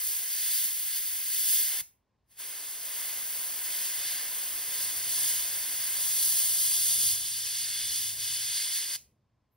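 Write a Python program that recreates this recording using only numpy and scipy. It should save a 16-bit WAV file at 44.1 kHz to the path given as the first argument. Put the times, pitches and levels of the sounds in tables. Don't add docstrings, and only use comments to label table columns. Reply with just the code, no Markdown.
import sys
import numpy as np
from scipy import signal
from scipy.fft import rfft, irfft, next_fast_len
from scipy.io import wavfile
from scipy.ndimage import uniform_filter1d

SR = 44100
rng = np.random.default_rng(int(sys.argv[2]) if len(sys.argv) > 2 else 0)


def master_out(mix):
    frames = np.transpose(np.atleast_2d(mix))
    ceiling = np.clip(frames, -1, 1)
    pcm = np.round(ceiling * 32767).astype(np.int16)
    wavfile.write(sys.argv[1], SR, pcm)


N = 421596
TIME_S = np.arange(N) / SR
FFT_SIZE = next_fast_len(N + SR)
FREQ_HZ = np.arange(FFT_SIZE // 2 + 1) * SR / FFT_SIZE


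def undb(db):
    return 10 ** (np.asarray(db) / 20)


def gains(table):
    t_s, *columns = np.transpose(table)
    return [undb(np.interp(TIME_S, t_s, db)) for db in columns]


def filtered(x, response):
    return irfft(rfft(x, FFT_SIZE) * response, FFT_SIZE)[..., :N]


def convolved(x, impulse_pair):
    return signal.fftconvolve(x[None], impulse_pair / np.linalg.norm(impulse_pair[0]), axes=1)[:, :N]


def noise(spectrum):
    hz, db = np.transpose(spectrum)
    response = undb(np.interp(np.log(FREQ_HZ + 1), np.log(hz), db)) * (FREQ_HZ > 15)
    x = filtered(rng.standard_normal(N), response)
    return x / x.std()


def wander(rate_hz):
    hold = max(int(SR / rate_hz), 2)
    steps = np.repeat(rng.standard_normal(N // hold + 1), hold)
    return 1.32 * uniform_filter1d(steps, hold)[:N]


# f/Hz, left lead/rad
LEFT_LEAD = [(0, 0), (3900, 0), (4400, .85), (4600, .7), (4800, .2), (5250, .2), (6900, 2.75), (8000, 3.8),
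             (10200, 6.2), (10900, 6.35), (11300, 7.1), (13000, 8.95), (15700, 11.6)]

def stereo_phase(x):
    lead_rad = np.interp(FREQ_HZ, *np.transpose(LEFT_LEAD))
    return filtered(x, np.exp(-1j * lead_rad * np.array([[0], [1]])))


# f/Hz, side gain/dB
SIDE_GAIN = [(60, -13), (160, -6.5), (300, 0), (600, -1), (900, -1), (1300, -7), (1900, -27.5), (2500, -25),
             (3300, -29), (4300, -4), (5800, 2.5), (10500, -5.5), (15000, -2)]

def stereo_spread(mid, side):
    width = undb(np.interp(FREQ_HZ, *np.transpose(SIDE_GAIN)))
    return stereo_phase(mid) + filtered(side, width) * np.array([[1], [-1]])


# f/Hz, relative level/dB
AIR_SPECTRUM = [(25, -16.5), (55, -1), (105, -3.5), (170, -11), (240, -11.5), (450, -18), (900, -18.5),
                (1040, -13.5), (1200, -23), (2000, -26.5), (5000, -32), (10000, -46.5), (15000, -54.5)]

def room_tone(level_db, side_db):
    centre = noise(AIR_SPECTRUM)
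    sides = stereo_spread(np.zeros(N), noise(AIR_SPECTRUM))
    return undb(level_db) * (centre + undb(side_db) * sides)


# t/s, level/dB
ENGINE_LEVEL = [(0, -77), (1.7, -77), (2.05, -83.5), (2.8, -80), (3.6, -70.5), (4.6, -71.5), (5.25, -64.5),
                (6.1, -69), (7.0, -62), (7.5, -65), (7.95, -61.5), (8.55, -66), (8.8, -72), (9.2, -74),
                (9.56, -80)]
# f/Hz, relative level/dB
RUMBLE_SPECTRUM = [(20, -39), (35, -19), (57, -5), (70, -1.5), (88, 0), (125, -1), (150, -7), (200, -11.5),
                   (245, -14), (300, -16), (600, -19), (1500, -49)]
HUM_TONES = [(55, -10), (113, -1), (242, -11.5)]

def distant_engine(hum_re_rumble_db, hum_db_per_db):
    rumble_gain, = gains(ENGINE_LEVEL)
    peak = rumble_gain.max()
    hum_gain = undb(hum_re_rumble_db) * peak * (rumble_gain / peak) ** hum_db_per_db
    hum = 0
    for hz, db in HUM_TONES:
        amplitude = np.sqrt(2) * undb(db + 2 * wander(4))
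        hum += amplitude * np.sin(2 * np.pi * hz * TIME_S + 1.2 * wander(9.5))
    rumble = rumble_gain * noise(RUMBLE_SPECTRUM)
    surge = undb(.8 * wander(12) + 1.2 * wander(5))
    return rumble * surge + hum_gain * hum


def workshop_reverb(x, wet_db, t60_low_s, t60_high_s):
    age_s = TIME_S[:SR // 2]
    reflections = rng.standard_normal((2, len(age_s))) * (age_s > .004)
    low = signal.sosfilt(signal.butter(2, 2500, fs=SR, output="sos"), reflections)
    high = reflections - low
    tail = low * undb(-60 * age_s / t60_low_s) + high * undb(-60 * age_s / t60_high_s)
    return undb(wet_db) * convolved(x, tail)


def bottle_echoes(x, wet_db, decay_s):
    age_s = TIME_S[:SR // 20]
    scatter = rng.standard_normal((2, len(age_s))) * np.exp(-age_s / decay_s) * (age_s > .002)
    return undb(wet_db) * convolved(x, scatter)


# f/Hz, width/Hz, nominal gain/dB
BENCH_MODES = [(545, 40, 2), (690, 90, 3.5), (915, 30, -4), (1027, 125, 6.5), (1386, 50, -6),
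               (1630, 400, 10), (2079, 216, 5.1), (2355, 85, -17), (2669, 88, -5.9), (2808, 65, -4.5),
               (3024, 300, 2.7), (3412, 150, 7.4), (3679, 95, 4), (3845, 75, -9), (4387, 83, 7),
               (4590, 117, 6.5), (4905, 160, 7.6), (5251, 66, -6), (5612, 75, 4), (5880, 450, -3.2),
               (6355, 112, 3.2), (6780, 90, 4.3), (7803, 300, -5), (8070, 360, 7), (8760, 409, 8),
               (9300, 200, -4.5), (9720, 270, 6.3), (10150, 180, 3), (10585, 230, 8.5), (11220, 200, -3.5),
               (11505, 200, 5.5), (12230, 200, 3), (12595, 220, -4.5)]

def bench_resonance(x, lure_gain):
    curve_db = sum(db / (1 + (2 * (FREQ_HZ - hz) / width_hz) ** 2) for hz, width_hz, db in BENCH_MODES)
    broad_db = uniform_filter1d(curve_db, int(1200 * FFT_SIZE / SR))
    shallow, deep = (filtered(x, undb(broad_db + depth * (curve_db - broad_db))) for depth in (.6, 1.45))
    ref_db, focus_at_ref, focus_per_db = -41, .43, .035
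    focus = np.clip(focus_at_ref + focus_per_db * (20 * np.log10(lure_gain) - ref_db), 0, 1)
    return shallow * (1 - focus) + deep * focus


def trigger_thud(start_s, level_db, decay_s):
    age_s = np.maximum(TIME_S - start_s, 0)
    modes = sum(np.sin(2 * np.pi * hz * age_s) for hz in (85, 150))
    return undb(level_db) * modes * np.exp(-age_s / decay_s)


def valve_leak(start_s, level_db):
    onset = np.clip((TIME_S - start_s) / .025, 0, 1)
    hiss = noise([(5000, -40), (10000, -21.5), (12500, -5), (13800, -2), (15000, -18)])
    return undb(level_db) * onset * hiss


# open/s, shut/s
TRIGGER_RUNS = [(-1, 1.808), (2.40, 8.959)]

def valve_flow(leak_s=.083, leak_db=-23, open_db_per_s=540, shut_db_per_s=1500):
    flow = 0
    for open_s, shut_s in TRIGGER_RUNS:
        leak = undb(leak_db + open_db_per_s * np.minimum(TIME_S - (open_s - leak_s), 0))
        opening = undb(open_db_per_s * np.minimum(TIME_S - open_s, 0))
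        closing = undb(-shut_db_per_s * np.maximum(TIME_S - shut_s, 0))
        flow += np.maximum(opening, leak) * closing
    return flow


# t/s, nozzle level/dB, lure level/dB
HELD_AIM = [(0, -32.8, -47.3), (1.22, -34.6, -47.6), (1.81, -32.2, -43.1), (2.4, -38.3, -51),
            (2.82, -39.2, -50.7), (2.89, -35.6, -49.6), (3.39, -36.3, -50.3), (4.5, -34.6, -48.2),
            (5.74, -33.3, -43.1), (6.23, -25.7, -44), (7.11, -24.1, -37.6), (7.18, -31.6, -40.5),
            (7.55, -38.1, -35.9), (8.95, -37.5, -35.8)]
# t/s, towel level/dB, whirl level/dB
SPENT_AIR = [(0, -54.4, -51.5), (.59, -57, -50.9), (1.23, -57.1, -51.3), (1.56, -60.2, -51.5),
             (1.74, -49.8, -47.3), (2.43, -53.3, -53.3), (2.81, -52.8, -56.3), (2.92, -49.9, -49.3),
             (3.38, -50.1, -52.4), (3.99, -49.7, -50.1), (4.81, -48.2, -50.8), (5.89, -49.1, -48.4),
             (6.97, -53.5, -54.6), (7.33, -58.8, -55.5), (7.76, -56.8, -48.5), (8.07, -58.7, -54.2),
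             (8.6, -55.4, -49.4), (8.93, -56.2, -49.1)]
# centre/s, length/s, nozzle swell/dB, lure swell/dB
HAND_STROKES = [(.08, .21, 1.5, -1.6), (.4, .37, .5, 7.2), (.57, .33, 4.3, 8.6), (.94, .2, .6, 6),
                (1.37, .32, 3.4, 4.1), (1.56, .42, 6.7, 6.7), (3.12, .34, 1, .6), (3.8, .5, 1.9, 7.7),
                (4.1, .45, .3, 10.7), (4.81, .42, 2.8, 5.2), (5.25, .56, 7.6, 6.6), (6.55, .19, -1.4, 1.2),
                (6.71, .14, -1.2, 4.4), (6.93, .13, .2, 2.8), (7.83, .24, -1.5, .8), (8.01, .33, 5.2, 0),
                (8.16, .19, 0, -7.8), (8.27, .32, 2, .3), (8.58, .28, -1.5, 3), (8.76, .14, 5.5, 1.2),
                (8.86, .14, -1.7, -3)]

def hand_aim(whirl_share=.4):
    nozzle_db = lure_db = 0
    for centre_s, length_s, nozzle_swell_db, lure_swell_db in HAND_STROKES:
        swell = np.cos(np.pi * np.clip((TIME_S - centre_s) / length_s, -.5, .5)) ** 2
        nozzle_db += nozzle_swell_db * swell
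        lure_db += lure_swell_db * swell
    nozzle, lure = gains(HELD_AIM)
    towel, whirl = gains(SPENT_AIR)
    return nozzle * undb(nozzle_db), lure * undb(lure_db), towel, whirl * undb(whirl_share * lure_db)


def turbulence(spectrum, sway_db, flutter_db):
    return noise(spectrum) * undb(sway_db * wander(22) + flutter_db * wander(450))


# f/Hz, relative level/dB
NOZZLE_SPECTRUM = [(60, -53.5), (200, -31), (1100, -34), (1700, -37), (2500, -18), (3300, -12), (4500, -10),
                   (6200, -4), (9000, -5.5), (11500, -2.5), (13500, 2), (15500, -1.5)]
LURE_SPECTRUM = [(60, -47), (300, -28.5), (1100, -28), (1700, -28.5), (2500, -6), (3300, -4), (4500, -2),
                 (6400, 0), (8000, -3), (10500, -4), (13000, -6), (15500, -11)]
TOWEL_SPECTRUM = [(40, -23), (150, -10.5), (400, -3.5), (700, -1.5), (1300, -4), (1800, -5), (2800, -0.5),
                  (4600, -6), (6500, -7.5), (10000, -14), (15500, -9.5)]
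WHIRL_SPECTRUM = [(500, -40), (1200, -18), (1600, -8.5), (2100, 0), (2700, 1.5), (3500, -5), (5000, -16),
                  (10000, -31.5)]
# t/s, shelf gain/dB
TREBLE_BEAM = [(0, 4.4), (1.2, 5.5), (2.65, 1.4), (3.28, 4.1), (4.56, 3.1), (5.27, -.2), (5.55, 2.7),
               (6.48, .2), (7.06, -3.9), (7.55, .5)]

def airbrush(nozzle_gain, lure_gain, towel_gain, whirl_gain):
    nozzle = nozzle_gain * turbulence(NOZZLE_SPECTRUM, sway_db=.6, flutter_db=.54)
    lure = lure_gain * turbulence(LURE_SPECTRUM, sway_db=.57, flutter_db=.34)
    towel = undb(-2) * towel_gain * turbulence(TOWEL_SPECTRUM, sway_db=.3, flutter_db=.5)
    whirl = undb(-1.5) * whirl_gain * turbulence(WHIRL_SPECTRUM, sway_db=.35, flutter_db=0)
    hiss = nozzle + lure + towel + whirl
    treble = filtered(hiss, np.clip((FREQ_HZ - 10500) / 3500, 0, 1))
    beam_gain, = gains(TREBLE_BEAM)
    return valve_flow() * (hiss + (beam_gain - 1) * treble)


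def scene():
    nozzle_gain, lure_gain, towel_gain, whirl_gain = hand_aim()
    hiss = airbrush(nozzle_gain, lure_gain, towel_gain, whirl_gain)
    spray = bench_resonance(hiss, lure_gain)
    echoes = bottle_echoes(spray, wet_db=-14.5, decay_s=.0061)
    echoes += workshop_reverb(hiss, wet_db=-12.5, t60_low_s=.34, t60_high_s=.26)
    thud = trigger_thud(start_s=1.817, level_db=-58.5, decay_s=.012)
    leak = valve_leak(start_s=9.505, level_db=-83)
    engine = distant_engine(hum_re_rumble_db=-1.5, hum_db_per_db=1.45)
    air = room_tone(level_db=-79, side_db=-4)
    return air + engine + thud + leak + stereo_spread(*echoes) + stereo_phase(spray)


def record(dry):
    cutoff_hz, transition_hz = 15750, 100
    return filtered(dry, np.clip((cutoff_hz - FREQ_HZ) / transition_hz + .5, 0, 1))


dry = scene()
out = record(dry)
master_out(out)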